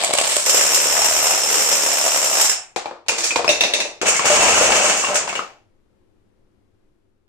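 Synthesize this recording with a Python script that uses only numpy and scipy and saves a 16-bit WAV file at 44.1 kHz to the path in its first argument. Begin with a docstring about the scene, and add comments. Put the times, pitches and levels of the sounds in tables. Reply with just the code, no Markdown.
"""A chain reaction on a laminate floor in a small room, over house murmur and microphone hiss (shaped noise).
0 s: stacked blocks tumble. 0.24 s: a long row of plastic dominoes topples at a nearly even pace.
2.8 s: two wooden track pieces are knocked over; from 3.5 s one bounces. 4 s: swinging weights bring down
two towers of wooden planks, until 5.4 s; the murmur stays. Contacts are noise bursts with thud, clack, tick,
ringing modes and a room tail; clear knocks are decaying tone pairs; low shudder follows the clatter."""
import sys
import numpy as np
from scipy import signal
from scipy.fft import rfft, irfft
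from scipy.io import wavfile

SR = 44100
rng = np.random.default_rng(int(sys.argv[2]) if len(sys.argv) > 2 else 0)


def store_pcm(level_fs):
    """Save levels as 16-bit WAV."""
    pcm = np.round(np.clip(level_fs, -1, 1) * 32767).astype(np.int16)
    wavfile.write(sys.argv[1], SR, np.atleast_2d(pcm).T)


N = 321048


def from_db(db):
    """Decibels to amplitude gain; 2 * dB gives the power gain."""
    return 10 ** (np.asarray(db) / 20)


def in_time(rows, outside):
    """Value columns of a (t/s, ...) table, interpolated per sample; outside=None holds the end values."""
    t_s, *columns = np.transpose(rows)
    return np.array([np.interp(np.arange(N) / SR, t_s, c, outside, outside) for c in columns])


def at_hz(points, hz):
    """Read a (f/Hz, value) table on a log-frequency axis."""
    table_hz, values = np.array(points).T
    return np.interp(np.log(hz + 1e-9), np.log(table_hz), values)


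def spread_over(energy, seconds):
    """Energy let out along an exponential of the given time constant."""
    fade = np.exp(-1 / (seconds * SR))
    return signal.lfilter([1 - fade], [1, -fade], energy + 1e-30)


def stereo_noise(size, likeness):
    """Spectra of two noises with the given left-right correlation at each frequency."""
    hz = np.arange(size // 2 + 1) * SR / size
    mid, side = rfft(rng.standard_normal((2, size)))
    alike = np.clip(at_hz(likeness, hz), -1, 1)
    return hz, np.sqrt(1 + alike) * mid + np.sqrt(1 - alike) * side * [[1], [-1]]


def resonance(x, hz, width_hz):
    """Two-pole resonance, gain 1 on top."""
    r = np.exp(-np.pi * width_hz / SR)
    numerator = np.array([1, 0, -1]) * (1 - r * r) / 2
    return signal.lfilter(numerator, [1, -2 * r * np.cos(2 * np.pi * hz / SR), r * r], x)


def random_contacts(per_s, spread_db):
    """Contacts at random moments, a few much harder than the rest; mean power 1."""
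    hardness_db = spread_db * np.minimum(rng.exponential(1, N), 3.0)
    energy = from_db(2 * hardness_db) * (rng.random(N) < per_s / SR)
    return energy / energy.mean()


def thud_clack_tick(strength_db, sharpness_db, clack_db):
    """A flat landing thuds, an edge-on one ticks."""
    return np.array([strength_db - sharpness_db, strength_db + clack_db, strength_db + sharpness_db])


def ringing_alike(blows, ring_db):
    """The same ringing for every blow of a table."""
    return [(*row, ring_db) for row in blows]


# Bands of a contact: lowest f/Hz, highest f/Hz, type (0 thud, 1 clack, 2 tick)
PARTS = [(15, 250, 0), (250, 1300, 0), (1300, 4500, 1), (4500, 9500, 2), (9500, 19000, 2)]


def body(colour, size=8192):
    """Minimum-phase broad response split into PARTS, with thud, clack and tick each scaled to unit power."""
    hz = np.arange(size // 2 + 1) * SR / size
    cepstrum = irfft(np.log(from_db(at_hz(colour, hz))))
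    cepstrum[1:size // 2] *= 2
    cepstrum[size // 2 + 1:] = 0
    whole = irfft(np.exp(rfft(cepstrum)))
    bands = [signal.butter(3, [low, high], "band", fs=SR, output="sos") for low, high, _ in PARTS]
    parts = np.array([signal.sosfilt(band, whole) for band in bands])
    types = [kind for _, _, kind in PARTS]
    type_power = np.bincount(types, np.sum(parts ** 2, axis=1))
    scale = 1 / np.sqrt(type_power)[types]
    return parts * scale[:, None], scale


# Left-right correlation of contact noise: f/Hz, correlation
ROOM_LIKENESS = [(60, .4), (180, .7), (550, .75), (1400, .45), (3000, .2), (4500, 0)]
# Room decay, one per part: T60/s
ROOM_T60_S = [0.13, 0.4, 0.37, 0.29, 0.11]
# Reverberant over direct energy, one per part, before each source's room_db: level/dB
REVERB_DB = [5.5, 4, 3.7, 7.3, 5.5]
RISE_S, ECHO_BUILD_S = 0.00088, 0.0014
CRACK_DB = -4   # sharp first touch, against the burst
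DIRECT_LIKENESS = .25   # share of direct burst power common to both ports
STRIKE_LUCK_DB = 2.5   # uneven excitation of each mode by single blows


def struck(contacts, clatter, blows, clack_db, colour, modes, burst_s, blow_db, room_db, luck_db,
           ring_room_db=0.0, loose_ring_db=0, board_hz=None):
    """Each contact drives broad body and modes with a crack, a short noise burst and a diffuse room tail."""
    loose_clack_db, blow_clack_db = clack_db
    strength_db, sharpness_db = in_time(clatter, outside=None)
    running = in_time([(clatter[0][0], 1), (clatter[-1][0], 1)], outside=0)
    dense = contacts * running * from_db(2 * thud_clack_tick(strength_db, sharpness_db, loose_clack_db))
    energy = np.array([dense, dense])   # port, type, sample
    ringing = np.full(N, from_db(2 * loose_ring_db))
    blow_at = [round(row[0] * SR) for row in blows]
    for at, (_, db, sharp_db, pan_db, ring_db) in zip(blow_at, blows):
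        sides = from_db([[pan_db], [-pan_db]])
        levels_db = thud_clack_tick(db, sharp_db, blow_clack_db) + blow_db
        energy[:, :, at] += sides * from_db(2 * levels_db)
        ringing[at] = from_db(2 * ring_db)

    busy = np.flatnonzero(energy.sum(axis=(0, 1)) > 1e-9)
    span = slice(busy[0], min(busy[-1] + SR // 2, N))
    energy = energy[:, :, span]
    noise = irfft(stereo_noise(N, ROOM_LIKENESS)[1], N)[:, span] / np.sqrt(2)
    length = noise.shape[1]
    rising = spread_over(energy, RISE_S)
    latest = np.maximum.accumulate(np.arange(length) * (energy.sum(axis=(0, 1)) > 0))
    signs = rng.choice([-1, 1], noise.shape)

    def held(weight):
        """Each contact keeps its weight until the next one."""
        return np.broadcast_to(weight, latest.shape)[latest]

    def force(k, weight, extra_db):
        """Crack, direct burst and room tail of part k, on randomly shifted noise."""
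        kind = PARTS[k][2]
        burst = spread_over(rising[:, kind] * held(weight), burst_s)
        tail = spread_over(spread_over(burst.mean(axis=0), ECHO_BUILD_S), ROOM_T60_S[k] / np.log(1e6))
        wet = from_db(2 * (REVERB_DB[k] + room_db + extra_db))
        diffuse, own, shared = (np.roll(noise, shift, axis=1) for shift in rng.integers(2000, 40000, 3))
        direct = np.sqrt(DIRECT_LIKENESS) * shared[:1] + np.sqrt(1 - DIRECT_LIKENESS) * own
        sign = signs if kind else signs[:1]   # only thud cracks have one sign in both ports
        crack = from_db(CRACK_DB) * sign * np.sqrt(energy[:, kind] * weight)
        return (crack + np.sqrt(burst) * direct + np.sqrt(wet * tail) * diffuse) / np.sqrt(1 + wet)

    out = np.zeros((2, N))
    parts, scale = body(colour)
    for k, part in enumerate(parts):
        out[:, span] += signal.fftconvolve(force(k, 0.67, 0), part[None], axes=1)[:, :length]
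    for hz, width_hz, lift_db in modes:
        k = sum(hz > high for _, high, _ in PARTS)
        luck = from_db(2 * luck_db * rng.standard_normal(N))   # each loose contact finds a mode anew
        luck /= luck.mean()
        luck[blow_at] = from_db(2 * STRIKE_LUCK_DB * rng.standard_normal(len(blow_at)))
        weight = (ringing * luck)[span]
        if board_hz is not None and PARTS[k][2] == 0:   # only boards near the front ring
            weight = weight * np.exp(-(np.log(hz / board_hz[span]) / 0.087) ** 2)
        gain = scale[k] * from_db(at_hz(colour, hz) + lift_db)
        out[:, span] += gain * resonance(force(k, weight, ring_room_db), hz, width_hz)
    return out


# Left-right correlation of the murmur: f/Hz, correlation
QUIET_LIKENESS = [(60, 0.57), (240, 0.13), (950, 0.06), (3770, 0.01), (15000, 0.17)]
# Relative spectrum of murmur and hiss: f/Hz, level/dB
ROOM_TONE = [(5.9, -23), (10, 2), (18, -0.5), (27, -14.5), (80, -13), (99, -6.5), (171, -24), (194, -11.5),
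             (264, -16.5), (370, -11.5), (474, -23), (520, -18.5), (588, -25.5), (7500, -47.5),
             (11400, -50), (16000, -66)]
ROOM_TONE_DB, ROOM_TONE_PAN_DB = -63, 5   # centre level; left minus right
MURMUR_WAVER_DB, MURMUR_WAVER_S = 1.5, .25   # rms depth; smoothing time


def room_tone():
    """House murmur and microphone hiss: shaped stereo noise whose level wavers slowly."""
    hz, noise = stereo_noise(N, QUIET_LIKENESS)
    tone = irfft(noise * from_db(at_hz(ROOM_TONE, hz)), N)
    sides = from_db(np.array([[.5], [-.5]]) * ROOM_TONE_PAN_DB)
    waver = spread_over(spread_over(rng.standard_normal(N), MURMUR_WAVER_S), MURMUR_WAVER_S)
    level_db = ROOM_TONE_DB + MURMUR_WAVER_DB * waver / waver.std()
    return from_db(level_db) * sides * tone / tone.mean(axis=0).std()


# Loose block contacts: t/s, relative level/dB, sharpness/dB
STACK_CLATTER = [(0.0, -30.5, 1), (0.326, -27.5, 9), (0.46, -39.5, 15)]
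# Block blows: t/s, relative level/dB, sharpness/dB, left minus right/dB
STACK_BLOWS = [(0.0364, -14.5, 7, 6.5), (0.0455, -11.5, 8.5, -5), (0.1084, -21, -1.5, -1),
               (0.1358, -8, 4.5, 0.5), (0.1511, -15.5, 6.5, -3.5), (0.1764, -14, 6, -1.5),
               (0.1855, -7, 3.5, -5), (0.2005, -12.5, 3.5, 2.5), (0.2124, -13.5, 7.5, -4),
               (0.2748, -14.5, 7, -4), (0.3282, -17, 4.5, -7.5), (0.366, -9.5, 7, -4.5)]
# Broad colour of the blocks: f/Hz, relative level/dB
STACK_COLOUR = [(24, -58.5), (40, -19.5), (312, -9.5), (630, 6), (896, 5.5), (1410, -9), (2260, -7),
                (6170, -2), (8130, 6.5), (10400, -13.5), (12100, -18), (16000, -26)]
# Block ringing: f/Hz, width/Hz, level over broad colour/dB
STACK_MODES = [(590, 130, -3), (1100, 70, 5.5), (2270, 86, 1), (2980, 160, -7)]


def tumbling_blocks():
    """Stacked blocks collide in dense random contacts and single blows; short bursts excite their modes."""
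    return struck(random_contacts(400, spread_db=2), STACK_CLATTER, ringing_alike(STACK_BLOWS, ring_db=4.5),
                  clack_db=(5, -1),   # loose contacts, single blows
                  colour=STACK_COLOUR, modes=STACK_MODES,
                  burst_s=0.0013, blow_db=17.0, room_db=-10, luck_db=-0.5)


# Low swells: centre t/s, half width/s, level/dB
SWELLS = [(1.1, 0.18, -50.5), (3.55, 0.11, -53), (4.1, 0.067, -52.5), (4.55, 0.2, -40)]
SHUDDER_BELOW_DB, SHUDDER_S = -51.5, 0.055   # level against clatter; smoothing time


def shudder(clatter):
    """22-100 Hz noise, unrelated in the two ports; follows the clatter and swells now and then."""
    band = signal.butter(3, [22.0, 100.0], "band", fs=SR, output="sos")
    low = signal.sosfilt(band, rng.standard_normal((2, N)))
    power = from_db(2 * SHUDDER_BELOW_DB) * spread_over(np.mean(clatter ** 2, axis=0), SHUDDER_S)
    for t_s, half_s, db in SWELLS:
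        power = power + from_db(2 * db) * np.exp(-((np.arange(N) / SR - t_s) / half_s) ** 4)
    return np.sqrt(power) * low / low.mean(axis=0).std()


# Clear knocks: t/s, main tone's starting level/dB before room and filters, f/Hz, T60/s before cycle limit
NOTES = [(0.038, -17, 680, 0.03), (0.094, -19, 600, 0.04), (0.108, -19, 644, 0.03),
         (0.138, -18, 600, 0.043), (0.186, -9, 2730, 0.017), (0.212, -14, 657, 0.023),
         (0.3665, -18, 600, 0.038), (2.763, -20.5, 807, 0.066), (2.8575, -23, 817, 0.051),
         (2.858, -34, 2440, 0.066), (3.0842, -16, 2737, 0.13), (3.237, -19.5, 5350, .06),
         (3.307, -14, 2440, 0.07), (3.3595, -10.5, 900, 0.012), (3.391, -20, 696, 0.074),
         (3.4443, -13.5, 1060, 0.015), (3.479, -8.5, 2568, 0.02), (3.48, -12.5, 620, 0.025),
         (3.479, -9, 5300, 0.02), (3.4915, -11, 3710, 0.0497), (3.608, -8.5, 3610, 0.038),
         (3.738, -9.5, 3687, 0.027), (3.804, -22.5, 2620, 0.063), (4.0146, -21.5, 360, 0.029),
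         (4.031, -14.5, 500, 0.025), (4.158, -19.5, 2217, 0.22), (4.194, -11, 1100, 0.02),
         (4.245, -19, 561, 0.17), (4.302, -12.5, 598, 0.2), (4.43, -11.5, 905, 0.028),
         (4.611, -14, 528, 0.13), (4.719, -13, 2658, .08), (4.842, -18.5, 600, 0.068),
         (5.039, -17, 1100, .04), (5.046, -16, 2734, 0.098), (5.085, -26, 790, 0.036),
         (5.106, -23.5, 599, 0.12), (5.15, -19.5, 600, 0.1), (5.278, -21, 900, .025),
         (5.294, -22.5, 2682, .06), (5.299, -27.5, 2227, 0.19), (5.328, -20, 1100, .015),
         (5.354, -22, 2900, 0.12), (5.393, -13.5, 1250, 0.018)]
NOTE_PAN_DB, NOTE_ROOM_DB, NOTE_ROOM_T60_S = 1, -1, 0.22
PARTNER_DB, PARTNER_SPREAD, LONGEST_RING_CYCLES = -4, .05, 320   # spread: largest fraction off pitch


def notes():
    """Each knock is a decaying pair of close tones, with a separate diffuse room tail in each port."""
    dry, t = np.zeros(N + SR), np.arange(SR // 2) / SR
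    knocks = [*NOTES, *loose_notes()]
    for (t_s, db, hz, t60_s), apart in zip(knocks, rng.uniform(-1, 1, len(knocks))):
        tone = np.sin(2 * np.pi * hz * t)
        partner = from_db(PARTNER_DB) * np.sin(2 * np.pi * hz * (1 + PARTNER_SPREAD * apart) * t)
        t60_s = np.clip(t60_s, .003, LONGEST_RING_CYCLES / hz)
        dry[round(t_s * SR):][:len(t)] += from_db(db - 60 * t / t60_s) * (tone + partner)
    dry = signal.sosfilt(signal.butter(2, 200, "high", fs=SR, output="sos"), dry)
    tail = rng.standard_normal((2, len(t))) * from_db(-60 * t / NOTE_ROOM_T60_S) * (t > .002)
    tail *= from_db(NOTE_ROOM_DB) / np.sqrt(np.sum(tail ** 2, axis=1, keepdims=True))
    wet = signal.fftconvolve(dry[None], tail, axes=1)[:, :N]
    return dry[:N] * from_db(np.array([[.5], [-.5]]) * NOTE_PAN_DB) + wet


# Progress of the row: t/s, dominoes fallen so far
FALLEN = [(0.24, 0), (0.4953, 18), (0.61, 25), (0.7454, 35), (0.8552, 43), (0.965, 51), (1.0967, 61),
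          (1.2024, 69), (1.3346, 79), (1.4743, 89), (1.5546, 95), (1.7013, 106), (1.807, 114),
          (1.8884, 120), (2.038, 131), (2.1448, 139), (2.2994, 150), (2.4122, 158), (2.53, 166)]


def falling_row(jitter=0.076, spread_db=2.3, loose_share=.3):
    """One slap per falling domino at a nearly even pace, loose knocks between; mean power 1."""
    fallen = in_time(FALLEN, outside=None)[0]
    k = np.arange(int(fallen[-1]) - 1)
    timing, strength = rng.standard_normal((2, len(k)))
    slap_at = np.searchsorted(fallen, k + 1 + jitter * np.clip(timing, -2, 2))   # jitter in dominoes
    slaps = np.zeros(N)
    slaps[slap_at] = from_db(2 * spread_db * strength)
    loose = random_contacts(260, spread_db=4.0)
    return (1 - loose_share) * slaps / slaps.mean() + loose_share * loose


# Row clatter: t/s, relative level/dB
ROW_CLATTER = [(0.24, -31.5), (0.45, -38), (0.47, -23), (0.72, -23.5), (0.88, -26), (0.98, -25),
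               (1.35, -24.5), (1.43, -27), (1.56, -22.5), (1.7, -25), (2.14, -26.5), (2.31, -26.5),
               (2.43, -22), (2.5, -37), (2.53, -20.5)]
# Domino blows: t/s, relative level/dB, sharpness/dB, left minus right/dB
DOMINO_BLOWS = [(0.4618, -11, 13, -8), (0.4953, -8.5, 19.2, -4), (0.5706, -7, 11, -17),
                (0.61, -2, 7.1, 0.5), (0.6194, -16.5, 11, -10.5), (0.7454, -12.5, 22, 3.5),
                (0.7571, -7, 13, -2.5), (0.7748, -11.5, 4, -11), (0.965, -7, 4.3, 9), (1.0967, -10, 11, 5),
                (1.1221, -11, 9, -2), (1.2024, -14.5, 6.9, 0), (2.2445, -15, 13, -6.5),
                (2.4122, -9, 19, 2.5), (2.4537, -8, 15, 3.5), (2.4955, -5.5, 11.3, -8)]
# Broad colour of the dominoes: f/Hz, relative level/dB
DOMINO_COLOUR = [(18, -11.5), (30, -30.5), (121, -21), (259, -6.5), (540, 1), (1500, 5.5), (2750, 8),
                 (4530, -16.5), (5310, -13), (6210, -13.5), (7270, -4.5), (11100, -28), (13700, -32),
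                 (14800, -111), (16000, -68.5)]
# Ringing of dominoes and boards below: f/Hz, width/Hz, level over broad colour/dB
DOMINO_MODES = [(5345, 75, 11), (5850, 90, 8.5), (12200, 120, 15), (13230, 250, 13), (360, 110, 13),
                (470, 100, 8), (550, 110, 7), (650, 130, 7), (760, 150, 7), (890, 170, 7)]
# Board pitch under the front: t/s, f/Hz
BOARD_PITCH = [(0.45, 572), (0.87, 555), (1.02, 715), (1.14, 600), (1.32, 717), (1.5, 452), (1.81, 547),
               (1.94, 636), (2.26, 590), (2.36, 690), (2.53, 750)]


def domino_row():
    """Plastic slaps tick and clack; board modes near the moving front's pitch ring in the thud."""
    clatter = [(t_s, db, 6) for t_s, db in ROW_CLATTER]   # constant 6 dB sharpness
    return struck(falling_row(), clatter, ringing_alike(DOMINO_BLOWS, ring_db=-2),
                  clack_db=(-3.5, 2.2), colour=DOMINO_COLOUR, modes=DOMINO_MODES,
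                  burst_s=0.0025, blow_db=10.5, room_db=-4, luck_db=2.0,
                  board_hz=in_time(BOARD_PITCH, outside=None)[0])


# Loose track contacts: t/s, relative level/dB, sharpness/dB
TRACK_RATTLE = [(3.062, -50.5, -4.5), (3.09, -35.5, -5), (3.254, -28.5, 10.5), (3.47, -51, -13.5)]
# Track blows: t/s, relative level/dB, sharpness/dB, left minus right/dB, ringing/dB
TRACK_BLOWS = [(2.7612, -23, -2, 12, -10), (2.8578, -32, -7, 3, -4.5), (2.9104, -41.5, -16.5, 0, -15),
               (3.0837, -17, 8, 4.5, -9), (3.0932, -17.5, 2, -3, 3.5), (3.1835, -22.5, 7, 0, -17.5),
               (3.241, -21.5, 6, -7.5, -11), (3.31, -24.5, 1.5, -10, -5), (3.3593, -13.5, -2, -5, -1),
               (3.392, -31, -12.5, 3, 2), (3.445, -22.5, -3.5, 6, -4)]
# Broad colour of the track pieces: f/Hz, relative level/dB
TRACK_COLOUR = [(24, -58.5), (40, -32.5), (305, -16), (345, -4.5), (392, -16.5), (479, -5), (1550, -10.5),
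                (2380, -8), (2980, -10.5), (7360, -4.5), (13800, -36.5), (16000, -24.5)]
# Track ringing: f/Hz, width/Hz, level over broad colour/dB
TRACK_MODES = [(474.4, 24, 4.5), (900, 117, -5.5), (2440, 68, 12), (6150, 118.5, -8)]


def toppling_track():
    """Wooden track pieces knock over: single blows and sparse rattle excite the wood's modes."""
    return struck(random_contacts(200, spread_db=3.5), TRACK_RATTLE, TRACK_BLOWS,
                  clack_db=(0.4, 1), colour=TRACK_COLOUR, modes=TRACK_MODES,
                  burst_s=0.0025, blow_db=24.0, room_db=-1.5, luck_db=3.0,
                  ring_room_db=-10, loose_ring_db=-5)


# Loose contacts of the upper piece: t/s, relative level/dB, sharpness/dB
BOUNCE_RATTLE = [(3.49, -30.5, 17.5), (3.558, -48.5, 0.5), (3.658, -35, 11), (3.712, -44, -4.5),
                 (3.87, -32, -2.5)]
# Bounces: t/s, relative level/dB, sharpness/dB, left minus right/dB, ringing/dB
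BOUNCE_BLOWS = [(3.491, -12.5, -3, -0.5, 4), (3.496, -25, 3, 10, -0.5), (3.6095, -14.5, 0, -1, 1),
                (3.6361, -15, -2.5, -1, -1), (3.737, -18, -1, 2.5, 5), (3.745, -22.5, 9, 1, -1),
                (3.8028, -19, 1.5, 0.5, -3.5)]
# Broad colour of the bouncing piece: f/Hz, relative level/dB
BOUNCE_COLOUR = [(18, -63.5), (30, -47.5), (303, -12), (600, -4), (1350, -18), (2680, -4.5), (3220, -19),
                 (3670, -7.5), (4780, -9.5), (6050, 0.5), (10500, -18), (16000, -59)]
# Ringing of the bouncing piece: f/Hz, width/Hz, level over broad colour/dB
BOUNCE_MODES = [(590, 51, 1.5), (2692, 38, 6.5), (3690, 180, 2.8), (5000, 100, 3), (5870, 140, 6),
                (7060, 180, 3), (8580, 180, 3.4)]


def bouncing_track():
    """The upper track piece bounces on the floor: each landing is a longer burst through its modes."""
    return struck(random_contacts(120, spread_db=4), BOUNCE_RATTLE, BOUNCE_BLOWS,
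                  clack_db=(-18.5, 7.6), colour=BOUNCE_COLOUR, modes=BOUNCE_MODES,
                  burst_s=0.0063, blow_db=23.0, room_db=-1.0, luck_db=2.0,
                  ring_room_db=-7, loose_ring_db=-5)


# Loose plank contacts: t/s, relative level/dB, sharpness/dB
TOWER_COLLAPSE = [(4.03, -30.5, -5.5), (4.085, -15, 8), (4.2, -55, 2), (4.239, -16.5, 4), (4.5, -15.5, 3.5),
                  (4.884, -19.5, 4.5), (5.002, -29, 8), (5.094, -25.5, 0.5), (5.232, -47.5, -11.5),
                  (5.288, -43, -1), (5.4, -64, -9)]
# Plank blows: t/s, relative level/dB, sharpness/dB, left minus right/dB
PLANK_BLOWS = [(4.0144, -18, 2, 4), (4.0643, -31, 19, -6), (4.142, -24.5, 4.5, 19), (4.163, -28.5, 14, 18),
               (4.193, -16, 0, 4.5), (4.2439, -24, -2.5, 13), (4.283, -16, 3, -3), (4.446, -15, 0, 0),
               (4.7206, -10.5, -1, 6), (4.897, -12, 4.5, 2), (5.047, -20.5, 1.5, 2.5),
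               (5.1438, -24.5, 14, -7.5), (5.1558, -14.5, 9, 8.5), (5.276, -26.5, 1, 8),
               (5.291, -28.5, 4, -10), (5.328, -28.5, 0.5, 5.5), (5.353, -24.5, 0, 9),
               (5.3908, -31.5, -6, 11)]
# Broad colour of the planks: f/Hz, relative level/dB
PLANK_COLOUR = [(15, -53.5), (25, -23), (127, -18.5), (201, -11), (407, -10), (595, -3), (700, -1),
                (1910, -9), (2710, -8.5), (3960, -15.5), (6810, 0), (8460, -6.5), (9680, -22.5),
                (14900, -34), (16200, -27.5)]
# Plank ringing: f/Hz, width/Hz, level over broad colour/dB
PLANK_MODES = [(195, 11, 4.4), (464.5, 20, 3.3), (600, 220, 1.296), (797, 48, 1.1), (1060, 13, 5.5),
               (1295, 100, 1), (2270, 38, 6.1), (2652, 78, 5.5), (2900, 57, 2.6)]


def collapsing_towers():
    """Falling wooden planks collide in dense contacts and single blows that excite their modes."""
    return struck(random_contacts(300, spread_db=2.5), TOWER_COLLAPSE,
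                  ringing_alike(PLANK_BLOWS, ring_db=-8.5),
                  clack_db=(0.98, 4.9), colour=PLANK_COLOUR, modes=PLANK_MODES,
                  burst_s=0.00182, blow_db=22.5, room_db=1.5, luck_db=2.5)


def loose_notes(count=140, above_clatter_db=0.5, t60_s=0.044):
    """Knock rows while the towers fall: random times, plank modes up to 10 % off, 0-8 dB weaker at random."""
    when, which, tune, size = rng.random((count, 4)).T
    t_s, strength_db = np.transpose(TOWER_COLLAPSE)[:2]
    at_s = t_s[0] + when * (t_s[-1] - t_s[0])
    mode_hz = np.array(PLANK_MODES)[1:, 0]   # lowest mode left out
    hz = mode_hz[(which * len(mode_hz)).astype(int)] * (.9 + .2 * tune)
    db = np.interp(at_s, t_s, strength_db) + above_clatter_db - 8 * size
    return np.transpose([at_s, db, hz, np.full(count, t60_s)])


# Colour difference of the ports: f/Hz, left minus right/dB
PORT_BALANCE = [(60, 5), (130, 3), (290, 5), (640, 2.5), (1410, 5), (3100, 0), (6820, -1), (15000, 3)]
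LEFT_LAG_S = .0001


def scene():
    """All pieces, heard by two ports a little apart: colour difference and left lag, then shudder and murmur."""
    pieces = (tumbling_blocks() + notes() + domino_row() + toppling_track()
              + bouncing_track() + collapsing_towers())
    hz = np.arange(N // 2 + 1) * SR / N
    ports = from_db(np.array([[.5], [-.5]]) * at_hz(PORT_BALANCE, hz))
    lag = np.exp(-2j * np.pi * hz * np.array([[LEFT_LAG_S], [0]]))
    clatter = irfft(rfft(pieces) * ports * lag, N)
    return clatter + shudder(clatter) + room_tone()


LIMIT_DB, SQUEEZE, ATTACK_S, RELEASE_DB_PER_S = -18.5, 0.26, 0.017, 150.5   # squeeze: dB cut per dB over
CUTOFF_HZ = 16700


def record(dry):
    """Gain control ducks a moment after each loud blow and recovers; peaks are rounded, the top is cut."""
    level_db = 10 * np.log10(spread_over(np.mean(dry ** 2, axis=0), 0.00021))
    over_db = SQUEEZE * np.maximum(level_db - LIMIT_DB, 0)
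    ramp_db = RELEASE_DB_PER_S * np.arange(N) / SR
    held_db = np.maximum.accumulate(over_db + ramp_db) - ramp_db   # instant rise, linear release
    duck_db = spread_over(held_db, ATTACK_S)
    rounded = .9 * np.tanh(dry * from_db(-duck_db) / .9)
    return signal.sosfilt(signal.cheby2(14, 90, CUTOFF_HZ, fs=SR, output="sos"), rounded)


dry = scene()
out = record(dry)
store_pcm(out)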